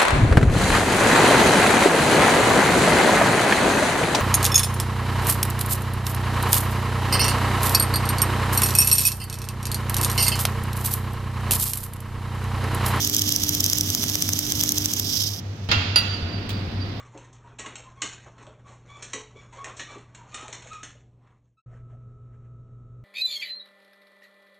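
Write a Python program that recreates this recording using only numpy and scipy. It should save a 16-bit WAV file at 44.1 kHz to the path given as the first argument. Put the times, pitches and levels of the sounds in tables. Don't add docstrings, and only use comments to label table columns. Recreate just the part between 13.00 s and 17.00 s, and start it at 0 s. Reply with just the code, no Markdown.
import sys
import numpy as np
from scipy import signal
from scipy.fft import rfft, irfft, next_fast_len
from scipy.io import wavfile
from scipy.ndimage import map_coordinates

SR = 44100
rng = np.random.default_rng(int(sys.argv[2]) if len(sys.argv) > 2 else 0)


def transcribe(u):
    v = np.clip(np.atleast_2d(u).T, -1, 1)
    q = np.round(v * 32767).astype(np.int16)
    wavfile.write(sys.argv[1], SR, q)


N = 176400
TIME_S = np.arange(N) / SR
SCENE_CHANGE_S = 2.689


def amp(db):
    return 10 ** (np.asarray(db) / 20)


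def unit(x):
    return x / np.sqrt(np.mean(x ** 2) + 1e-20)


def along(points, hz):
    freqs, values = np.transpose(points)
    return np.interp(np.log(hz + 1), np.log(freqs + 1), values)


def curve(points):
    return np.interp(TIME_S, *np.transpose(points))


def wobble(rate_hz):
    return map_coordinates(rng.standard_normal(int(N * rate_hz / SR) + 4), [TIME_S * rate_hz])


def decay(start_s, t60_s):
    age = TIME_S - start_s
    return (age >= 0) * amp(-60 * np.clip(age / t60_s, 0, 10))


def pan(left_db):
    gains = amp(np.array([np.atleast_1d(left_db), -np.atleast_1d(left_db)]) / 2)
    return gains / gains.mean(0)


def filtered(x, response):
    size = next_fast_len(N + 8192)
    return irfft(rfft(x, size) * response(np.fft.rfftfreq(size, 1 / SR)), size)[..., :N]


def colour(x, spectrum):
    return filtered(x, lambda hz: unit(amp(along(spectrum, hz))))


def placed(x, balance):
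    return filtered(x, lambda hz: pan(along(balance, hz)))


# freq_hz, correlation
MIC_LIKENESS = [(100, 0.96), (280, 0.95), (1000, 0.02)]
# freq_hz, left_db
HALL_BALANCE = [(400, 0), (1200, 0.5), (4500, -12), (12000, -2.5)]
def rush(spectrum):
    def mid_side(hz):
        angle = np.arccos(np.clip(along(MIC_LIKENESS, hz), -1, 1)) / 2
        return np.array([np.cos(angle), np.sin(angle)])
    mid, side = filtered(colour(rng.standard_normal((2, N)), spectrum), mid_side)
    return unit(placed(np.array([mid + side, mid - side]), HALL_BALANCE))


# pitch_hz, level_db
DRONE_TONES = [(99.65, -36.5), (95.2, -39.5), (696.4, -60)]
# freq_hz, gain_db
WELDING_AIR = [(25, -33), (75, -15), (130, -13.5), (700, -32), (1400, -36), (6200, -42), (16000, -105)]
# freq_hz, gain_db
CHIPPING_AIR = [(25, -18), (97, -2.5), (130, -8.5), (220, -7.5), (560, -21.5), (1650, -25.5), (4900, -30),
                (8200, -62), (16000, -72)]
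def machines(waver_db=2, drift_rad=0.56, rise_db=4.5):
    later = TIME_S >= SCENE_CHANGE_S
    drone = 0
    for hz, db in DRONE_TONES:
        level = amp(db + waver_db * wobble(8.16))
        drone += level * np.sin(2 * np.pi * hz * TIME_S + drift_rad * wobble(10))
    air = np.where(later, amp(-31 + wobble(7)) * rush(CHIPPING_AIR), amp(-38) * rush(WELDING_AIR))
    return np.sqrt(2) * drone * amp(rise_db * later) + air


# harmonic_number, level_db
BUZZ_HARMONICS = [(3, -47.5), (5, -44.5), (6, -40), (8, -50.5)]
# freq_hz, gain_db
RUMBLE_SPECTRUM = [(30, -10), (70, 4.5), (240, 3.5), (500, -24), (2000, -16.5)]
# time_s, gain_db
SHUTDOWN = [(1.9, 0), (2.17, -4.5), (2.45, -30.5)]
def welder_buzz(mains_hz=50, waver_db=1.9, db_per_octave=-2.5):
    upper = [(k, -65.5 + db_per_octave * np.log2(k / 10) + 2 * rng.standard_normal())
             for k in range(9, 27)]
    buzz = 0
    for harmonic, db in list(BUZZ_HARMONICS) + upper:
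        level = amp(db + waver_db * wobble(8.8))
        buzz += level * np.sin(2 * np.pi * (harmonic * mains_hz * TIME_S + rng.random()))
    return amp(curve(SHUTDOWN)) * (np.sqrt(2) * buzz * pan(3.9) + amp(-36) * rush(RUMBLE_SPECTRUM))


def arc_noise(length, lead_s=.00015, diffuse=.6):
    direct = rng.standard_normal(length)
    pair = np.array([direct, np.roll(direct, round(lead_s * SR))])
    return np.sqrt(1 - diffuse ** 2) * pair + diffuse * rng.standard_normal((2, length))


# time_s, level_db
SIZZLE_LEVEL = [(0, -26.5), (1.6, -28), (2.02, -29), (2.12, -26), (2.26, -25.5), (2.33, -35.5),
                (2.397, -37.5), (2.412, -64)]
# freq_hz, gain_db
ARC_SPECTRUM = [(400, -23), (1000, -24.5), (2600, -14.5), (3150, -3), (4400, -9.5), (5200, -1.5), (6300, 0),
                (7000, -10), (9000, -13.5), (11000, -13.5), (13000, -6), (15000, -14)]
# freq_hz, gain_db
BURNOUT_TILT = [(2200, -4.5), (5200, 4.5), (6200, -1.5)]
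# freq_hz, left_db
ARC_BALANCE = [(1500, 12.5), (4500, -11.5), (6400, -9.5), (9000, 7.5), (13000, -10)]
def arc_sizzle(build_db=7.5, build_s=0.019, duck_db=-6, duck_s=0.023, burnout_s=2.02):
    swell_db = np.zeros(N)
    for pop_s, *_ in ARC_POPS:
        gap_s = abs(TIME_S - pop_s)
        build = build_db * rng.uniform(0.27, 1) * np.exp(-gap_s / build_s)
        duck = duck_db * np.exp(-gap_s / duck_s)
        swell_db += np.where(TIME_S < pop_s, build, duck)
    flicker_db = 3 * wobble(1400) + 1.86 * wobble(130)
    grains = unit(amp(flicker_db) * arc_noise(N))
    burning = grains * amp(curve(SIZZLE_LEVEL) + swell_db)
    dying = filtered(burning, lambda hz: amp(along(BURNOUT_TILT, hz)))
    arc = np.where(TIME_S > burnout_s, dying, burning)
    return placed(colour(arc, ARC_SPECTRUM), ARC_BALANCE)


# peak_s, crack_db, thud_db
ARC_POPS = [(0.0489, -12, -42), (0.0746, -13.5, -37), (0.0978, -13, -34), (0.1478, -11.5, -49),
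            (0.1663, -10.5, -53), (0.194, -13.5, -47), (0.22, -11.5, -59), (0.292, -12, -32),
            (0.324, -14, -56), (0.3626, -11, -49), (0.4372, -13, -31), (0.4927, -9.5, -50),
            (0.5507, -11.5, -47), (0.6058, -10, -63), (0.6422, -10.5, -54), (0.6632, -12.0, -45),
            (0.6998, -12.5, -44), (0.733, -11, -28.5), (0.7848, -11.0, -46), (0.8103, -10.5, -39),
            (0.9023, -11, -38.0), (0.9499, -11, -31), (1.0396, -12.5, -24), (1.099, -17, -35),
            (1.155, -13.5, -26), (1.2236, -9, -31), (1.291, -12, -23.5), (1.3341, -12, -55),
            (1.3909, -10.5, -30), (1.522, -11.5, -30), (1.6114, -11, -34), (1.637, -9, -28),
            (1.692, -10, -43), (1.721, -9.5, -41), (1.7834, -13, -36), (1.858, -11.5, -31),
            (1.937, -10.5, -46), (1.998, -13, -31)]
# freq_hz, gain_db
CRACK_COLOUR = [(2600, -8), (5500, 4.5)]
# freq_hz, gain_db
THUD_SPECTRUM = [(500, -2), (3500, -2), (9000, -22)]
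def arc_pops(rise_s=.002, width_s=0.00054, tail_db=-9, tail_t60_s=0.023):
    age = np.arange(SR // 20) / SR - rise_s
    cracks, thuds = np.zeros((2, N)), np.zeros((2, N))
    tail = (age > 0) * amp(tail_db - 60 * abs(age) / tail_t60_s)
    for peak_s, crack_db, thud_db in ARC_POPS:
        start = round((peak_s - rise_s) * SR)
        burst_s = width_s * np.exp(.15 * rng.standard_normal())
        burst = np.exp(-.5 * (age / burst_s) ** 2)
        crack = (burst + tail) * np.sign(arc_noise(len(age)))
        cracks[:, start:][:, :len(age)] += amp(crack_db) * pan(-1) * crack
        thuds[:, round(peak_s * SR)] += amp(thud_db + 16.5)
    return colour(colour(cracks, ARC_SPECTRUM), CRACK_COLOUR) + colour(thuds, THUD_SPECTRUM)


def ring(modes, start_s, attack_s=0.000067):
    age, out = np.arange(2 * SR) / SR, np.zeros((2, N + 2 * SR))
    attack = 1 - np.exp(-age / attack_s)
    for hz, db, t60_s in modes:
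        level = attack * amp(db + rng.standard_normal() - 60 * np.minimum(age / t60_s, 10))
        spread_rad = 1 - np.clip(along(MIC_LIKENESS, hz), 0, 1)
        phase = np.array([[0], [spread_rad * rng.standard_normal()]])
        out[:, round(start_s * SR):][:, :len(age)] += level * np.sin(2 * np.pi * hz * age + phase)
    return out[:, :N]


# start_s, level_db
BUMP_HITS = [(0.434, -24.5), (2.768, -18.5), (3.228, -18.5)]
# pitch_hz, gain_db, t60_s
BUMP_MODE = [(91.5, 1, 0.37)]
def bumps():
    return sum(amp(db) * ring(BUMP_MODE, start_s) for start_s, db in BUMP_HITS)


# freq_hz, t60_s
HALL_DECAY = [(200, 2.1), (4500, 1.27), (12000, 0.57)]
def hall_reverb(x):
    hz, age, noise = signal.stft(rng.standard_normal((2, 2 * SR)), SR, nperseg=256)
    fade = amp(-60 * age / along(HALL_DECAY, hz)[:, None])
    _, tail = signal.istft(noise * fade, SR, nperseg=256)
    return signal.fftconvolve(x, tail / np.linalg.norm(tail[0]), axes=1)[:, :N]


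# start_s, level_db
CHIP_LANDINGS = [(2.636, -46), (2.98, -24), (3.493, -27)]
# freq_hz, gain_db
CHIP_SPECTRUM = [(800, -18), (3500, 7), (9000, -14.5), (13500, -15), (16000, -4)]
def slag_chips(t60_s=0.11, grain_db=4, wet_db=-10):
    landings = sum(amp(db) * decay(start_s, t60_s) for start_s, db in CHIP_LANDINGS)
    grains = unit(amp(grain_db * wobble(600))) * rng.standard_normal((2, N))
    direct = colour(landings * grains, CHIP_SPECTRUM) * pan(-7)
    return direct + amp(wet_db) * hall_reverb(direct)


# start_s, beam_db, hammer_db, crunch_db
HAMMER_BLOWS = [(2.47, -21, -42, -6.5), (2.715, -25, -41, -14), (2.959, -26, -10.5, -17.5)]
# pitch_hz, gain_db, t60_s
BEAM_MODES = [(1354, -4, .25), (1453, 4.5, .19), (1961, -7, .28), (2625, -3, .28), (2665, -1.5, .3),
              (2756, 0, .45), (2794, -1, .38), (3223, -7, .3), (3640, -6, .1), (3961, 0, .18),
              (4290, 4, .07), (4940, 4, .1)]
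# pitch_hz, gain_db, t60_s
HAMMER_MODES = [(4709, 4, .17), (6890, -14, .04), (10930, -12, .13)]
# freq_hz, gain_db
CRUNCH_SPECTRUM = [(150, -36), (550, -0.5), (1400, -1.5), (3000, 3.5), (4400, 1.5), (5500, -8),
                   (7000, -12.5), (8500, -47), (16000, -25)]
def chipping_hammer(crunch_t60_s=0.13, contact_db=-17, contact_t60_s=0.017):
    beam = hammer = crush = contact = 0
    for start_s, beam_db, hammer_db, crunch_db in HAMMER_BLOWS:
        beam += amp(beam_db) * ring(BEAM_MODES, start_s)
        hammer += amp(hammer_db) * ring(HAMMER_MODES, start_s)
        crush += amp(crunch_db) * decay(start_s, crunch_t60_s)
        contact += amp(crunch_db + contact_db) * decay(start_s, contact_t60_s)
    crunch = colour(crush * rng.standard_normal((2, N)), CRUNCH_SPECTRUM)
    crunch += contact * rng.standard_normal((2, N))
    hall = hall_reverb(amp(-9) * beam + amp(-15) * hammer + amp(-4) * crunch)
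    at_mics = placed(beam + crunch + hall, HALL_BALANCE) + hammer * pan(-5)
    return at_mics * (TIME_S >= SCENE_CHANGE_S)


# peak_s, level_db
SWING_SWELLS = [(3.13, -32), (3.35, -37.5), (3.56, -41), (3.821, -43)]
def hammer_swing(width_s=0.035, flutter_db=4):
    swells = sum(amp(db) * np.exp(-.5 * ((TIME_S - peak_s) / width_s) ** 2)
                 for peak_s, db in SWING_SWELLS)
    flutter = amp(flutter_db * wobble(70))
    pitch_hz = HAMMER_MODES[0][0]
    tone = np.sin(2 * np.pi * pitch_hz * TIME_S + wobble(40))
    return placed(swells * flutter * tone, HALL_BALANCE)


def scene():
    return (machines() + welder_buzz() + arc_sizzle() + arc_pops() + bumps()
            + slag_chips() + chipping_hammer() + hammer_swing())


def record(dry):
    top_hz = 16100
    rounded = dry / (1 + dry ** 6) ** (1 / 6)
    return filtered(rounded, lambda hz: 1 / np.sqrt(1 + (hz / top_hz) ** 160))


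dry = scene()
out = record(dry)
transcribe(out)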